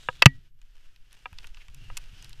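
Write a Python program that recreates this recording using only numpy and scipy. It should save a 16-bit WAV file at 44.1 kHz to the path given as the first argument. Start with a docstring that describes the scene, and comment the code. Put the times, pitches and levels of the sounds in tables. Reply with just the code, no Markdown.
"""First a soft hiss of sliding snow and cloth over a low rumble of air, then a boot knock and two sharp cracks.
A climber shifts stance on an icy rock wall, heard from a small camera worn on the body.
Boots, gear and camera mount ring as fading tones; knocks and ticks are short crunches split into bands.
The second crack thumps the mount and overloads the microphone. Later, ice and gear tick faintly.
Scraping, air and rubbing are shaped noise; the camera adds hiss and a thin whine."""
import sys
import numpy as np
from scipy import signal
from scipy.fft import rfft, irfft
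from scipy.io import wavfile
from scipy.ndimage import uniform_filter1d

SR = 44100
rng = np.random.default_rng(int(sys.argv[2]) if len(sys.argv) > 2 else 0)


def int16_out(signal):
    """Quantize to a 16-bit WAV file."""
    q = np.round(np.clip(np.atleast_2d(signal).T, -1, 1) * 32767)
    wavfile.write(sys.argv[1], SR, q.astype(np.int16))


N = 105840  # samples, 2.4 s

# t60_s is always the time a sound takes to fade by 60 dB.
# Hollow body of a boot: pitch_hz, t60_s
BOOT_MODES = [(511, 0.044), (755, 0.047), (968, 0.034), (1260, 0.03), (1640, 0.023), (1950, 0.011),
              (2370, 0.019), (2760, 0.014), (3450, 0.012)]
# Boot against rock: start_s, then level_db of each boot mode, low to high
BOOT_KNOCKS = [ (0.0865, -24.5, -34.5, -19.5, -18.5, -14, -33, -24.5, -15, -23),
               (1.2564, -45, -38, -29.5, -28.5, -29, -28.5, -24, -23, -33),
               (1.9002, -50.5, -54, -42.5, -38.5, -44, -35.5, -46, -35, -50.5)]
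BOOT_PUSH_S, BOOT_GRIT_DB, BOOT_GRIT_HZ = 0.0022, 0, 1020  # rise time, grit gain, grit upper limit

# Borders between the six pitch bands of a hard contact: edge_hz
BAND_EDGES_HZ = [330, 750, 1900, 3100, 5500, 8300, 13500]
# Hard knocks: start_s, contact_s, then level_db in each of the six bands, low to high
KNOCKS = [ (0.2201, 0.00042, -49, -27.5, -44, -43, -60, -66),
          (0.2222, 0.0024, -27, -18.5, -12, -18.5, -35.5, -37),
          (0.2578, 0.0028, -28.5, -10, -4.5, -22, -18.5, -29),
          (1.3290, 0.00071, -92, -57, -57.5, -70, -74, -69),
          (1.3853, 0.002, -76.5, -59, -50.5, -45.5, -63, -68),
          (1.4434, 0.0025, -71, -55, -48.5, -65, -70, -69),
          (1.9700, 0.00092, -67, -53.5, -42, -46.5, -44.5, -47),
          (1.9733, 0.0032, -67.5, -51.5, -42.5, -44, -40.5, -45.5)]
# Fading of a knock, one value per band: t60_s
KNOCK_T60_S = [0.017, 0.023, 0.016, 0.0023, 0.0028, 0.002]
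# Small ticks of ice and gear: start_s, then level_db in each of the upper five bands
TICKS = [ (0.616, -73.5, -65.5, -69.5, -70, -78), (0.9614, -79, -64, -65, -78.5, -77.5),
         (1.1289, -71, -64, -64.5, -66, -61), (1.4706, -63, -61, -57, -60.5, -62),
         (1.5454, -67, -55.5, -63.5, -64.5, -88), (1.571, -60, -55.5, -60.5, -80.5, -88),
         (1.6830, -63, -58, -63.5, -68.5, -72), (1.746, -72.5, -61.5, -65, -59, -59),
         (1.9838, -60.5, -62, -65.5, -69.5, -61), (2.225, -64, -63, -62, -55, -64.5),
         (2.245, -67, -59, -52.5, -61, -60.5), (2.2945, -86.5, -73, -67, -62, -61),
         (2.3302, -66, -63, -52.5, -64, -68)]
# Fading of a tick, one value per upper band: t60_s
TICK_T60_S = [0.046, 0.015, 0.016, 0.01, 0.0042]
TICK_CONTACT_S = 0.00066
STRIKE_DB = 18  # the first instant of a contact, over the crunch that follows
# Resonances of the camera case, which colour knocks and ticks: pitch_hz, width_hz, level_db
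CASE_MODES = [(520, 37, -2.5), (983, 180, 4.5), (1210, 95, 8.5), (1579, 340, 9), (2631, 120, 13),
              (3240, 1800, 8), (5616, 1200, 1), (6804, 200, 1.5), (10500, 890, 1)]

# Ring of the struck gear: pitch_hz, level_db, t60_s (before the extra damping of each blow)
GEAR_MODES = [(266, -8, .22), (897, -21, .11), (1923, -2.5, .175), (2266, -5, .08), (2993, -13, .08),
              (4560, 1, .04), (5830, -6, .033)]
# Blows that set the gear ringing: start_s, level_db, extra_damping_per_s (sign ignored),
# brightness_db_per_octave
GEAR_BLOWS = [(0.2242, -20.5, 123, 2.5), (0.2590, -26, -3, 0), (1.258, -58, 16, -1.5)]

# Thumps through the camera mount: start_s, pitch_hz, level_db, t60_s
THUMPS = [(0.0880, 122, -32.5, 0.026), (0.2592, 129, 4.5, 0.037), (1.324, 79.3, -38.5, 0.067),
          (1.687, 54.9, -41, 0.17), (2.128, 99.1, -42.5, 0.067)]
THUMP_RISE_S = 0.0045
MOUNT_HZ, MOUNT_DB, MOUNT_T60_S = 135, -13.5, 0.085  # the mount's own tone; level relative to the thump
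# Rubbing carried through the mount, over time: time_s, level_db
RUB_LEVEL = [(0, -67), (.14, -63), (.22, -51.5), (.36, -54.5), (.52, -69), (.8, -77), (1.15, -71.5),
             (1.4, -64), (1.66, -74), (1.74, -56.5), (1.84, -51), (1.96, -55), (2.08, -64.5), (2.25, -53.5),
             (2.4, -64)]
# Tone of the rubbing: pitch_hz, level_db
RUB_COLOUR = [(30, -15.5), (70, -2.5), (130, 0), (165, -10), (225, -24), (360, -22.5), (480, -35.5),
              (900, -64.5)]

# Sliding strokes: peak_s, spread_s, pitch_hz, width_hz, level_db
SWISHES = [ (0.05, 0.22, 3520, 1020, -60), (0.02, 0.14, 7203, 2403, -65.5), (1.615, .012, 2413, 1213, -55),
           (1.849, 0.051, 2776, 280, -60.5), (2.22, .17, 2980, 894, -64), (2.22, 0.069, 5060, 1300, -65)]
# Scraping of snow and cloth, over time: time_s, level_db
SCRAPE_LEVEL = [(0, -58.5), (.2, -61.5), (.3, -67), (.46, -69), (.52, -85.5), (.58, -78.5), (.68, -70.5),
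                (.75, -71), (.86, -65), (1.0, -71), (1.18, -63), (1.32, -63.5), (1.45, -58), (1.52, -65.5),
                (1.6, -60), (1.7, -64), (1.86, -59), (2.02, -57), (2.12, -59.5), (2.24, -56), (2.4, -63.5)]
# Tone of the scraping: pitch_hz, level_db
SCRAPE_COLOUR = [(250, -10.5), (650, -14), (1100, -14), (1550, -6.5), (2100, -10), (2900, -4), (3900, -12),
                 (5200, -12.5), (7500, -19.5), (9600, -23), (13000, -28.5), (15500, -34)]
GRAINS_PER_S, GRAIN_DB, FLICKER_DB = 130, -5.5, 1  # grain level is relative to the hiss

# Air moving over the microphone, over time: time_s, level_db
AIR_LEVEL = [(0, -50.5), (.25, -43), (.5, -47.5), (.85, -47.5), (1.2, -48.5), (1.42, -42.5), (1.52, -38.5),
             (1.66, -48.5), (1.82, -38), (2.0, -38), (2.2, -46), (2.4, -38.5)]
# Tone of the air: pitch_hz, level_db
AIR_COLOUR = [(8, 2), (25, -1), (38, -10), (55, -23), (100, -30), (200, -56), (400, -80.5)]

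HISS_DB, WHINE_HZ, WHINE_DB = -88.5, 12618, -89
TOP_HZ = 15400  # upper limit of the camera's sound


def undb(db):
    """Turn decibels into gain."""
    return 10 ** (np.asarray(db) / 20)


def unit(x):
    """Scale a sound to an average strength (rms) of 1."""
    return x / np.sqrt(np.mean(x ** 2))


def curve(rows):
    """Join time and decibel points into a gain that changes over time."""
    times, levels_db = np.array(rows).T
    return undb(np.interp(np.arange(N) / SR, times, levels_db))


def colour(x, rows):
    """Shape a sound's tone by pitch and decibel points, then scale it to rms 1."""
    hz, db = np.array(rows).T
    bin_hz = np.maximum(np.fft.rfftfreq(N, 1 / SR), 1)
    gain = undb(np.interp(np.log(bin_hz), np.log(hz), db))
    return unit(irfft(rfft(x) * gain, N))


def walk(rate):
    """Wander smoothly at random, reaching about `rate` new values a second, with rms near 1."""
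    step = int(SR / rate)
    held = np.repeat(rng.standard_normal(N // step + 1), step)
    return unit(uniform_filter1d(held, step)[:N])


def add(out, start_s, x):
    """Mix a short sound in at its start time."""
    i = int(start_s * SR)
    out[i:i + len(x)] += x[:N - i]


def fade(t, t60):
    """Die away steadily, by 60 dB in t60 seconds."""
    return np.exp(-np.log(1000) * t / t60)


def ring(t, hz, t60):
    """Sound one fading tone, as a struck object does at one of its natural pitches."""
    return np.sin(2 * np.pi * hz * t) * fade(t, t60)


def boots():
    """A boot meets the rock: a gritty push swells briefly and leaves the hollow boot ringing."""
    out, t = np.zeros(N), np.arange(SR // 10) / SR
    push = np.minimum(t / BOOT_PUSH_S, 1)
    grit_filter = signal.butter(4, BOOT_GRIT_HZ, fs=SR, output="sos")
    for start_s, *levels_db in BOOT_KNOCKS:
        body = np.zeros(len(t))
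        for k, ((hz, t60), db) in enumerate(zip(BOOT_MODES, levels_db)):
            body += (-1) ** k * undb(db) * ring(t, hz, t60)  # neighbouring tones start in opposite directions
        grit = undb(BOOT_GRIT_DB) * signal.sosfilt(grit_filter, rng.standard_normal(len(t)))
        add(out, start_s, push * body * (1 + grit))
    return out


def case(x):
    """The camera case resonates at its own pitches and adds them to the contact."""
    out = x.copy()
    for hz, width, db in CASE_MODES:
        b, a = signal.iirpeak(hz, hz / width, SR)
        out += undb(db) * signal.lfilter(b, a, x)
    return out


def contact(contact_s, edges_hz, levels_db, t60s):
    """Hard surfaces strike and grind: each band's crunch holds, then fades at its own speed."""
    t = np.arange(SR // 10) / SR
    level_span = 0.012 * SR  # band levels are energy spread over 12 ms
    out = np.zeros(len(t))
    for lo, hi, db, t60 in zip(edges_hz, edges_hz[1:], levels_db, t60s):
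        crunch = rng.choice([-1., 1.], len(t)) * fade(np.maximum(t - contact_s, 0), t60)
        crunch[0] += undb(STRIKE_DB)
        band_filter = signal.butter(5, [lo, hi], "band", fs=SR, output="sos")
        band = signal.sosfilt(band_filter, case(crunch))
        out += undb(db) * band * np.sqrt(level_span / np.sum(band ** 2))
    return out


def contacts():
    """Hard knocks and small ticks, both made of brief crunches."""
    out = np.zeros(N)
    for start_s, contact_s, *levels_db in KNOCKS:
        add(out, start_s, contact(contact_s, BAND_EDGES_HZ, levels_db, KNOCK_T60_S))
    for start_s, *levels_db in TICKS:
        add(out, start_s, contact(TICK_CONTACT_S, BAND_EDGES_HZ[1:], levels_db, TICK_T60_S))
    return out


def gear():
    """Metal gear rings on after a blow, in several fading tones at once."""
    out, t = np.zeros(N), np.arange(SR // 2) / SR
    pivot_hz = 2000  # brightness leaves this pitch unchanged
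    for start_s, blow_db, damping, brightness in GEAR_BLOWS:
        tones = np.zeros(len(t))
        for hz, mode_db, t60 in GEAR_MODES:
            tilt_db = brightness * np.log2(hz / pivot_hz)
            tones += undb(mode_db + tilt_db) * ring(t, hz, t60)
        add(out, start_s, undb(blow_db) * tones * np.exp(-abs(damping) * t))
    return out


def mount():
    """The camera mount gives under a push and swings back; it also carries low rubbing."""
    out, t = np.zeros(N), np.arange(SR // 2) / SR
    rise = np.minimum(t / THUMP_RISE_S, 1)
    own_tone = undb(MOUNT_DB) * ring(t, MOUNT_HZ, MOUNT_T60_S)
    for start_s, hz, db, t60 in THUMPS:
        # The push starts to fade only once the rise is over.
        push = np.sin(2 * np.pi * hz * t) * fade(np.maximum(t - THUMP_RISE_S, 0), t60)
        add(out, start_s, -undb(db) * rise * (push + own_tone))  # minus: the first swing goes down
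    rubbing = curve(RUB_LEVEL) * colour(rng.standard_normal(N), RUB_COLOUR)
    return out + rubbing


def swishes():
    """Each sliding stroke is noise through a resonance of its own, swelling and fading."""
    out, t = np.zeros(N), np.arange(N) / SR
    for peak_s, spread_s, hz, width, db in SWISHES:
        b, a = signal.iirpeak(hz, hz / width, SR)
        once = signal.lfilter(b, a, rng.standard_normal(N))
        rush = unit(signal.lfilter(b, a, once))  # filtered twice for a narrower tone
        swell = np.exp(-((t - peak_s) / spread_s) ** 2)
        out += undb(db) * swell * rush
    return out


def scrape():
    """Snow and cloth slide: a fine flickering hiss with grit ticking in it in clusters."""
    chance = GRAINS_PER_S / SR * walk(20) ** 2
    grains = (rng.random(N) < chance) * rng.standard_normal(N)
    sliding = rng.standard_normal(N) + undb(GRAIN_DB) * unit(grains)
    flicker = undb(FLICKER_DB * walk(68))
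    return curve(SCRAPE_LEVEL) * flicker * colour(sliding, SCRAPE_COLOUR)


def air():
    """Moving air buffets the microphone: very low noise that swells and sinks."""
    return curve(AIR_LEVEL) * colour(rng.standard_normal(N), AIR_COLOUR)


def scene():
    """Add up every source at the microphone, as one channel."""
    mix = boots() + contacts() + gear() + mount() + swishes() + scrape() + air()
    return mix[None]


def record(dry):
    """The camera adds faint hiss and whine, clips the loudest peaks and cuts the top."""
    hiss = undb(HISS_DB) * rng.standard_normal(N)
    whine = undb(WHINE_DB) * np.sqrt(2) * np.sin(2 * np.pi * WHINE_HZ * np.arange(N) / SR)
    clipped = np.clip(dry + hiss + whine, -1, 1)
    top_cut = signal.ellip(8, 0.2, 70, TOP_HZ, fs=SR, output="sos")
    return signal.sosfilt(top_cut, clipped)


dry = scene()
out = record(dry)
int16_out(out)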